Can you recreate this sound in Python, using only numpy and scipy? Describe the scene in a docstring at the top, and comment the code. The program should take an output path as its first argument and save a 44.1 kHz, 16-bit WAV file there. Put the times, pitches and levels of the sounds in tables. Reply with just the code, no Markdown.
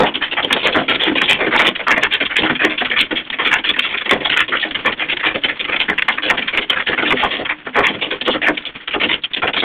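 """Hail and rain on a car

Heard inside the car, dull and narrow in band. Each stone clacks on glass or roof as
a noise burst shaped by spectrum and decay, and sets a low sine mode of the sheet metal humming.
Resonators and a noise tail make the cabin ring briefly. Small random pellets patter in between,
over one filtered, fluttering noise that holds both the hiss of rain and a low road rumble."""
import sys
import numpy as np
from scipy import signal
from scipy.fft import rfft, irfft, next_fast_len
from scipy.io import wavfile
from scipy.ndimage import uniform_filter1d

SR = 44100
rng = np.random.default_rng(int(sys.argv[2]) if len(sys.argv) > 2 else 0)


def waveform_to_disk(signal):
    """Save audio, clipped to [-1, 1], as 16-bit WAV at the path in sys.argv[1]."""
    frames = np.transpose(np.atleast_2d(signal))
    scaled = np.clip(frames, -1, 1) * 32767
    samples = np.round(scaled).astype(np.int16)
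    wavfile.write(sys.argv[1], SR, samples)


N = 425106
STEP = 4  # the layers run at a quarter of SR, as next to nothing sounds above 4.75 kHz
RATE = SR / STEP
SLOW_N = N // STEP + 1


def amp(db):
    """Decibels to gain."""
    return 10 ** (np.asarray(db) / 20)


def evened(x):
    """Scales to rms 1."""
    return x / np.sqrt(np.mean(x ** 2) + 1e-20)


def read(points, hz):
    """Reads a (f/Hz, value) table on a log-frequency axis."""
    f, value = np.transpose(points)
    return np.interp(np.log(hz + 1), np.log(f + 1), value)


def coloured(x, points, rate):
    """Filters by a (f/Hz, gain/dB) table."""
    size = next_fast_len(len(x) + 4096)
    gain = amp(read(points, np.fft.rfftfreq(size, 1 / rate)))
    return irfft(rfft(x, size) * gain, size)[:len(x)]


def add(mix, s, sound):
    """Mixes a sound in at time s, trimmed to the ends of the mix."""
    start = round(s * RATE)
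    sound = sound[max(-start, 0):]
    part = mix[max(start, 0):][:len(sound)]
    part += sound[:len(part)]


def wobble(size, span):
    """Smooth chance of rms 1 that changes over about span samples."""
    spectrum = rfft(rng.standard_normal(size))
    smoothing = np.exp(-(np.fft.rfftfreq(size) * span) ** 2)
    return evened(irfft(spectrum * smoothing, size))


def blows(rows, clack_width_hz=1080, skirt=3.32, thud_hz=253, thud_width_hz=250,
          spread=0.19, direct_level=0.12, swell=1.954, fall=1.28, lag_s=0.002,
          push_db=-8, push_hz=110, attack_s=0.00029, clump=0.36, clump_s=0.0034,
          patchy_db=3.5, patch_hz=330, size=1536, count=18):
    """Each stone launches bending waves that return from the panel edges as a burst of uneven echoes."""
    t, hz = np.arange(1, size + 1) / RATE, np.fft.rfftfreq(size, 1 / RATE)
    # overlapping bands, each with its own decay
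    centres = np.geomspace(150, 4400, count)
    bands = np.array([np.interp(hz, centres, row) for row in np.eye(count)])
    centres = centres[:, None]

    # low bending waves travel slower: they swell later and last longer, so each blow sweeps downward
    # below 1500 Hz they also set in later, by the square root of their period
    travel = np.maximum(np.sqrt(1500 / centres) - 1, 0)
    arrived = np.maximum(t - lag_s * travel, 0)
    slowed = arrived * (centres / 2000) ** spread
    rising, falling = slowed ** swell, slowed ** fall
    onset = 1 - np.exp(-t / attack_s)
    # the treble arrives at once, straight from the point of contact
    direct = direct_level * np.minimum(centres / 2000, 1)

    mix = np.zeros(SLOW_N)
    for s, db, clack_hz, thud_db, ring in rows:
        # the echoes arrive in clumps a millisecond or two long
        echoes = rng.choice([-1, 1], size) * np.exp(clump * wobble(size, clump_s * RATE))
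        # a short, hard contact clacks high; a heavy stone also pushes the whole panel
        clack = (1 + ((hz - clack_hz) / clack_width_hz) ** 2) ** -skirt
        thud = amp(thud_db) ** 2 / (1 + ((hz - thud_hz) / thud_width_hz) ** 2)
        # the deepest bass is the momentum of the stone alone, whatever the thud of the panel
        deep = 1 / (1 + (hz / push_hz) ** 2)
        push = deep ** 2 * amp(push_db) ** 2
        colour = bands * np.sqrt(clack + (1 - deep) * thud + push)
        # every landing spot favours its own groups of modes
        spot = amp(patchy_db * wobble(len(hz), patch_hz / hz[1]))

        decay = np.exp(-np.minimum(falling / ring ** fall, 50))
        life = onset * np.sqrt((direct + rising / ring ** swell) * decay)
        sound = (irfft(colour * spot * rfft(echoes), size) * life).sum(0)
        # set the level from the expected power, so chance does not change the strength
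        power = (colour * colour.sum(0)).mean(1) @ (life ** 2).mean(1)
        add(mix, s, amp(db) * np.sqrt(power) * evened(sound))
    return mix


def roof(rows, db=-10, limit_db=-8, build_s=.011, lag_s=.006, size=2400):
    """Each thud leaves a low roof mode humming; the stiff sheet yields little more to the heaviest."""
    # low modes of the roof, one drawn for each landing spot: (f/Hz, t60/s)
    roof_modes = [(236, 0.13), (252, 0.27), (280, 0.13), (303, 0.34), (314, 0.2), (330, 0.1), (352, 0.2),
                  (406, 0.038), (466, 0.12), (502, 0.081)]
    t, mix = np.arange(size) / RATE, np.zeros(SLOW_N)
    for (s, stone_db, _, thud_db, _), (spot, phase) in zip(rows, rng.random((len(rows), 2))):
        hz, t60 = roof_modes[int(spot * len(roof_modes))]
        ringing = np.sin(2 * np.pi * (hz * t + phase)) * amp(-60 * t / t60)
        swing = amp(limit_db) * np.tanh(amp(stone_db + thud_db - limit_db))
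        add(mix, s + lag_s, amp(db) * swing * (1 - np.exp(-t / build_s)) * ringing)
    return mix


def pellets(per_s=34, low_hz=1700, high_hz=3630, db=-34.5, scatter_db=3.5, thud_db=-10, ring=0.0055):
    """Small ice grains land at random, each with its own clack; the larger they are, the rarer."""
    count = int(per_s * N / SR)
    when, chance, pitch = rng.random((count, 3)).T
    grain = np.minimum(-np.log(1 - chance), 2)
    clack_hz = low_hz + (high_hz - low_hz) * pitch
    same = np.ones(count)
    return np.transpose([when * N / SR, db + scatter_db * grain, clack_hz, thud_db * same, ring * same])


def boom(x):
    """The air under the roof rings on at its low modes after the blows."""
    # resonances of the cabin air: (f/Hz, width/Hz, level/dB)
    air_modes = [(254, 49, -16.5), (312, 50, -6.5), (504, 53, -4)]
    mix = np.zeros(len(x))
    for hz, width, db in air_modes:
        b, a = signal.iirpeak(hz, hz / width, fs=RATE)
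        mix += amp(db) * signal.lfilter(b, a, x)
    return mix


def cabin(x, size=4096, build_s=0.0015):
    """A short, dense tail of noise, soaked up by the seats at a rate that depends on frequency."""
    # reverberation time of the cabin: (f/Hz, t60/s)
    cabin_t60 = [(150, 0.25), (400, 0.13), (1200, 0.031), (3500, 0.046)]
    hz, t, z = signal.stft(rng.standard_normal(size), RATE, nperseg=64)
    decay = amp(-60 * t / read(cabin_t60, hz)[:, None])
    tail = signal.istft(z * decay, RATE)[1]
    tail *= 1 - np.exp(-np.arange(len(tail)) / RATE / build_s)
    return signal.fftconvolve(x, tail / np.linalg.norm(tail))[:len(x)]


def rain(flutter_db=4.55):
    """Countless drops merge into a fluttering hiss; the same noise holds the rumble of the road."""
    # spectrum of rain and road, relative: (f/Hz, density/dB)
    wash_tone = [(25, -3.5), (80, -9), (160, -1), (290, 3.5), (450, -3.5), (800, -7.5), (1400, -2.5),
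                 (2100, -1), (2800, -1.5), (3400, -2), (4000, -9)]
    # strength of this wash before flutter: (t/s, level/dB)
    rain_level = [(0, -36.5), (1.501, -37.5), (1.8, -39), (3.2, -38.5), (5, -36), (6.8, -37), (7.601, -40),
                  (8.75, -39), (9.3, -44.5), (9.64, -39.5)]
    sizes = np.exp(.45 * rng.standard_normal(SLOW_N))
    drops = sizes * rng.standard_normal(SLOW_N)
    flutter = evened(uniform_filter1d(rng.standard_normal(SLOW_N), size=250))  # over about 23 ms
    level_db = np.interp(np.arange(SLOW_N) / RATE, *np.transpose(rain_level))
    return evened(coloured(drops, wash_tone, RATE)) * amp(level_db + flutter_db * flutter)


def scene():
    """Stones and pellets sound through the car body, over the rain."""
    # one row a hailstone, before the body colours it:
    # (t/s, strength/dB, clack centre f/Hz, panel thud re clack level/dB, ring time at 2 kHz t/s)
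    stones = [(-0.005, -17, 496, 20, 0.009), (0.02, -11, 1300, 4.5, 0.015),
              (0.061, -10.5, 2750, -4.5, 0.01), (0.14, -10.5, 2700, -6, 0.01),
              (0.211, -11.5, 1620, -11, 0.0098), (0.22, -12.5, 2920, -22, 0.015),
              (0.312, -10.5, 2780, -3.5, 0.0099), (0.368, -7.5, 1900, -17, 0.011),
              (0.426, -10, 3040, 1, 0.0099), (0.502, -7, 2100, -4, 0.011), (0.525, -1.5, 3070, -18, 0.0058),
              (0.548, -23, 750, 15, 0.0096), (0.564, -11, 2800, -17.5, 0.0065),
              (0.591, -15, 2930, -9.5, 0.014), (0.63, -7.5, 3180, -3, 0.017),
              (0.657, -7.5, 1700, -30, 0.011), (0.722, -11.5, 3100, -3, 0.0094),
              (0.744, -12.5, 1600, 11.5, 0.015), (0.766, -19, 3070, -2.5, 0.021),
              (0.881, -6.5, 2390, -1, 0.018), (0.947, -7.5, 3100, -6, 0.005), (0.996, -9, 2760, -8, 0.024),
              (1.061, -10, 2440, 7.5, 0.013), (1.153, -10.5, 2840, 4.5, 0.004),
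              (1.159, -8, 2650, -6.5, 0.019), (1.214, -4, 2270, -2.5, 0.0052),
              (1.225, -11.5, 3130, -5, 0.014), (1.28, -2.5, 2750, -5.5, 0.02),
              (1.389, -10.5, 2050, 3.5, 0.019), (1.462, -8, 2190, -2.5, 0.008),
              (1.509, -8, 2010, -6, 0.015), (1.546, -4, 1930, -4, 0.0061), (1.571, -7.5, 3070, -28, 0.0095),
              (1.59, -3, 1360, -12, 0.005), (1.599, -7, 2440, 1.5, 0.014), (1.646, -6, 2200, -25, 0.011),
              (1.663, -5.5, 3100, 1, 0.01), (1.752, -10.5, 2725, -28, 0.0049),
              (1.793, -15, 2140, 1.5, 0.0082), (1.867, -5.5, 1860, -10.5, 0.015),
              (1.905, -2.5, 2250, -4.5, 0.01), (1.962, -10, 1900, 5.5, 0.0092),
              (2.009, -13, 2450, -1, 0.013), (2.028, -3, 2210, -19, 0.0089),
              (2.108, -10, 2460, -13.5, 0.017), (2.124, -6, 3070, -18, 0.01),
              (2.201, -7, 2330, -3.5, 0.0099), (2.252, -9.5, 2700, -27, 0.007),
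              (2.294, -13.5, 2210, -21, 0.014), (2.357, -4.5, 2430, -30, 0.012),
              (2.383, -10.5, 3450, 3, 0.0081), (2.42, -7, 2940, 5, 0.0018),
              (2.432, -11.5, 2320, 9.5, 0.0048), (2.442, -9.5, 2130, -12.5, 0.012),
              (2.494, -10, 1980, 7, 0.0086), (2.547, -13.5, 2600, -11, 0.0077),
              (2.593, -8, 1920, -11, 0.019), (2.634, -4, 2350, -2, 0.01), (2.697, -14, 2300, 0.5, 0.013),
              (2.776, -10, 2800, -25, 0.0098), (2.806, -10.5, 2430, 1.5, 0.0083),
              (2.847, -8.5, 2370, -36, 0.007), (2.898, -13, 2630, -4.5, 0.0042),
              (2.911, -8, 2200, -9.5, 0.0094), (2.961, -6, 2200, -21, 0.0083),
              (2.984, -3.0, 3000, -10.5, 0.014), (3.108, -8.5, 2330, -1, 0.007),
              (3.155, -11, 2910, -9.5, 0.013), (3.3, -11, 2940, -22, 0.0034),
              (3.327, -13, 2550, -8, 0.0086), (3.387, -10.5, 2220, 0, 0.013),
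              (3.449, -5.5, 2540, -15, 0.013), (3.511, -3, 2126, -22.5, 0.015),
              (3.584, -14.5, 2730, -5, 0.0058), (3.638, -9, 2440, -16, 0.0059),
              (3.652, -10.5, 2750, -13, 0.011), (3.69, -4, 2920, -12.5, 0.0062),
              (3.736, -12.5, 2390, -19, 0.004), (3.759, -14, 1950, -3, 0.0071),
              (3.786, -3, 2650, -24, 0.006), (3.82, -11.5, 2840, -22.5, 0.012),
              (3.842, -10, 2470, -24, 0.01), (3.888, -16.0, 2550, -7.5, 0.016),
              (3.939, -9, 2120, -15, 0.0064), (3.972, -11, 2600, -19, 0.007),
              (4.009, -13.5, 2350, -16.5, 0.006), (4.056, -11.5, 2550, -4, 0.0066),
              (4.093, -4.5, 2320, -29, 0.0031), (4.107, -2, 2110, -3, 0.0082),
              (4.108, -19, 2330, 11, 0.021), (4.203, -16.5, 2480, -0.5, 0.008),
              (4.247, -7.5, 2730, -8, 0.009), (4.295, -5, 2630, -15, 0.0055),
              (4.317, -6.5, 2460, -22.5, 0.0099), (4.363, -4, 2240, -21.5, 0.007),
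              (4.39, -3, 2420, -16, 0.0099), (4.48, -15.5, 2780, 0, 0.008), (4.518, -8, 1840, -5.5, 0.012),
              (4.554, -11.5, 2350, -28, 0.011), (4.597, -14, 3250, -24, 0.017),
              (4.625, -9.5, 1950, -20, 0.007), (4.641, -23, 2160, 9, 0.01), (4.709, -12.0, 2500, -7, 0.003),
              (4.746, -8.0, 2610, -12.5, 0.006), (4.848, -9.5, 2050, 2, 0.013),
              (4.859, -9, 2310, -15, 0.012), (4.921, -11.5, 2670, -15, 0.0051),
              (4.995, -10.0, 2350, -7, 0.014), (5.087, -9, 2630, -13, 0.012),
              (5.117, -8, 2720, -5.5, 0.0057), (5.168, -10.0, 2570, -25.5, 0.003),
              (5.194, -14, 2350, -20, 0.008), (5.23, -9, 1970, -26.5, 0.0085), (5.249, -7, 2340, -5, 0.016),
              (5.343, -10.5, 2490, 2.5, 0.0082), (5.437, -4.5, 2650, -11.5, 0.0076),
              (5.482, -10.5, 2320, -5.5, 0.011), (5.595, -10, 2790, -13, 0.008),
              (5.641, -13, 2570, -7, 0.0072), (5.676, -14, 2190, -1.5, 0.013), (5.721, -8, 2300, -7, 0.011),
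              (5.76, -9.5, 2580, -3, 0.0044), (5.797, -5, 2830, -13, 0.01), (5.882, -7.5, 1810, 0.5, 0.011),
              (5.979, -4.5, 2380, -29, 0.0059), (6.021, -1, 2480, -19, 0.0019),
              (6.081, -3.5, 2250, -12, 0.0077), (6.118, -15, 2630, -6, 0.0098),
              (6.176, -10, 2030, -11, 0.0066), (6.223, -11, 2570, -5.5, 0.019),
              (6.276, -13.5, 2620, -13.5, 0.011), (6.296, -1.5, 2150, -30, 0.0059),
              (6.297, -12, 602, -29, 0.013), (6.371, -8.5, 2450, -15, 0.0092),
              (6.42, -11.5, 2630, -9.5, 0.0066), (6.474, -9.0, 2510, -30, 0.0075),
              (6.527, -13.5, 2330, 0.5, 0.019), (6.573, -2.5, 2330, -14, 0.0059),
              (6.613, -13.5, 2800, -11, 0.0088), (6.697, -3.5, 2710, -6, 0.005),
              (6.717, -10.5, 2170, -10.5, 0.0094), (6.759, -10.5, 2050, -13, 0.012),
              (6.796, -9, 2170, -20.5, 0.0068), (6.864, -8.5, 2300, -12, 0.012),
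              (6.879, -15.5, 3350, 6, 0.0072), (6.921, -9.0, 1950, -9, 0.0079),
              (6.976, -7.5, 1980, -2, 0.0086), (7.022, -9.5, 2080, 2, 0.0069), (7.05, -9, 2440, -6, 0.0087),
              (7.07, -10.5, 2890, -1, 0.012), (7.105, -2.5, 1900, -34, 0.0064),
              (7.124, -21, 2050, 17, 0.0052), (7.167, -11.5, 2550, -24, 0.015),
              (7.192, -12.5, 2590, 0, 0.023), (7.226, -5.5, 984, -24, 0.0092),
              (7.305, -11.5, 2570, -7.5, 0.019), (7.384, -22.5, 2130, 12, 0.013),
              (7.449, -12.0, 2170, -9, 0.0063), (7.492, -8.0, 1980, -10.5, 0.0095),
              (7.662, -19, 1350, 2.5, 0.0078), (7.744, -15.5, 2200, 3.5, 0.024),
              (7.756, -4, 1284, -10.5, 0.014), (7.829, -4.5, 2310, -28, 0.016),
              (7.88, -11.0, 2720, -1, 0.0094), (7.937, -18, 2180, 7, 0.0092),
              (8.01, -10.5, 2760, -2.5, 0.016), (8.106, -10.5, 2530, -2.5, 0.0093),
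              (8.211, -11, 3150, -6.5, 0.0055), (8.251, -13.5, 2920, -1.5, 0.016),
              (8.273, -11, 503, 8.5, 0.008), (8.304, -12.0, 2950, -29, 0.013),
              (8.33, -15, 1710, 5.5, 0.011), (8.417, -8, 2380, -7.5, 0.013),
              (8.462, -3.5, 1990, -15, 0.0085), (8.476, -8, 650, -4, 0.01),
              (8.572, -9.5, 2780, -14, 0.0047), (8.653, -15, 3050, -11, 0.0083),
              (8.875, -12, 2530, -11.5, 0.0059), (8.909, -15.0, 2450, -26, 0.0077),
              (8.932, -9.5, 2620, -9, 0.0074), (8.94, -8.5, 500, -10.5, 0.0087),
              (8.999, -8.5, 2340, -1.5, 0.013), (9.034, -5.5, 2700, -1.5, 0.0082),
              (9.087, -9.5, 2480, -1, 0.015), (9.125, -7.5, 2740, -19, 0.0093),
              (9.237, -8.5, 3090, -19, 0.0055), (9.335, -8, 3120, -31.5, 0.0046),
              (9.363, -11.5, 2570, -8, 0.0082), (9.419, -8.5, 1770, 3, 0.0091),
              (9.471, -9, 2230, 2.5, 0.0077), (9.532, -10.5, 2750, -8, 0.007),
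              (9.559, -16.5, 1540, 6.5, 0.0068), (9.562, -9.5, 3010, -22, 0.012),
              (9.594, -8, 3200, -11.5, 0.0067), (9.62, -19, 2800, 15.5, 0.017)]
    # how body and trim colour every blow: (f/Hz, gain/dB)
    body_tone = [(30, -8), (90, -8), (160, -8), (210, -2), (260, -1), (340, 2), (490, 2.5), (950, 4.5),
                 (1550, 3.5), (2150, 3.5), (2700, 0), (3050, 2), (3380, 8.5), (3750, 7)]
    struck = blows(list(stones) + list(pellets()))
    hail = coloured(struck, body_tone, RATE) + roof(stones)
    inside = hail + boom(hail) + amp(-17) * cabin(hail) + rain()
    return signal.resample_poly(inside, STEP, 1)[None, :N]


def record(dry, ceiling=.71, edge_hz=15850):
    """The treble falls away above 3.5 kHz; the hardest peaks clip with a thin tick."""
    # overall tone, with its treble roll-off: (f/Hz, gain/dB)
    overall_tone = [(20, -1.5), (3300, 1.5), (3550, -3), (3800, -10.5), (4000, -13), (4300, -18.5),
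                    (4550, -26), (4750, -84), (6000, -100)]
    clipped = np.clip(coloured(dry[0], overall_tone, SR), -ceiling, ceiling)
    # a steep low-pass bounds the harmonics of the clipping
    lowpass = signal.firwin(511, edge_hz, window=("kaiser", 9), fs=SR)
    return signal.oaconvolve(clipped, lowpass, "same")[None]


dry = scene()
out = record(dry)
waveform_to_disk(out)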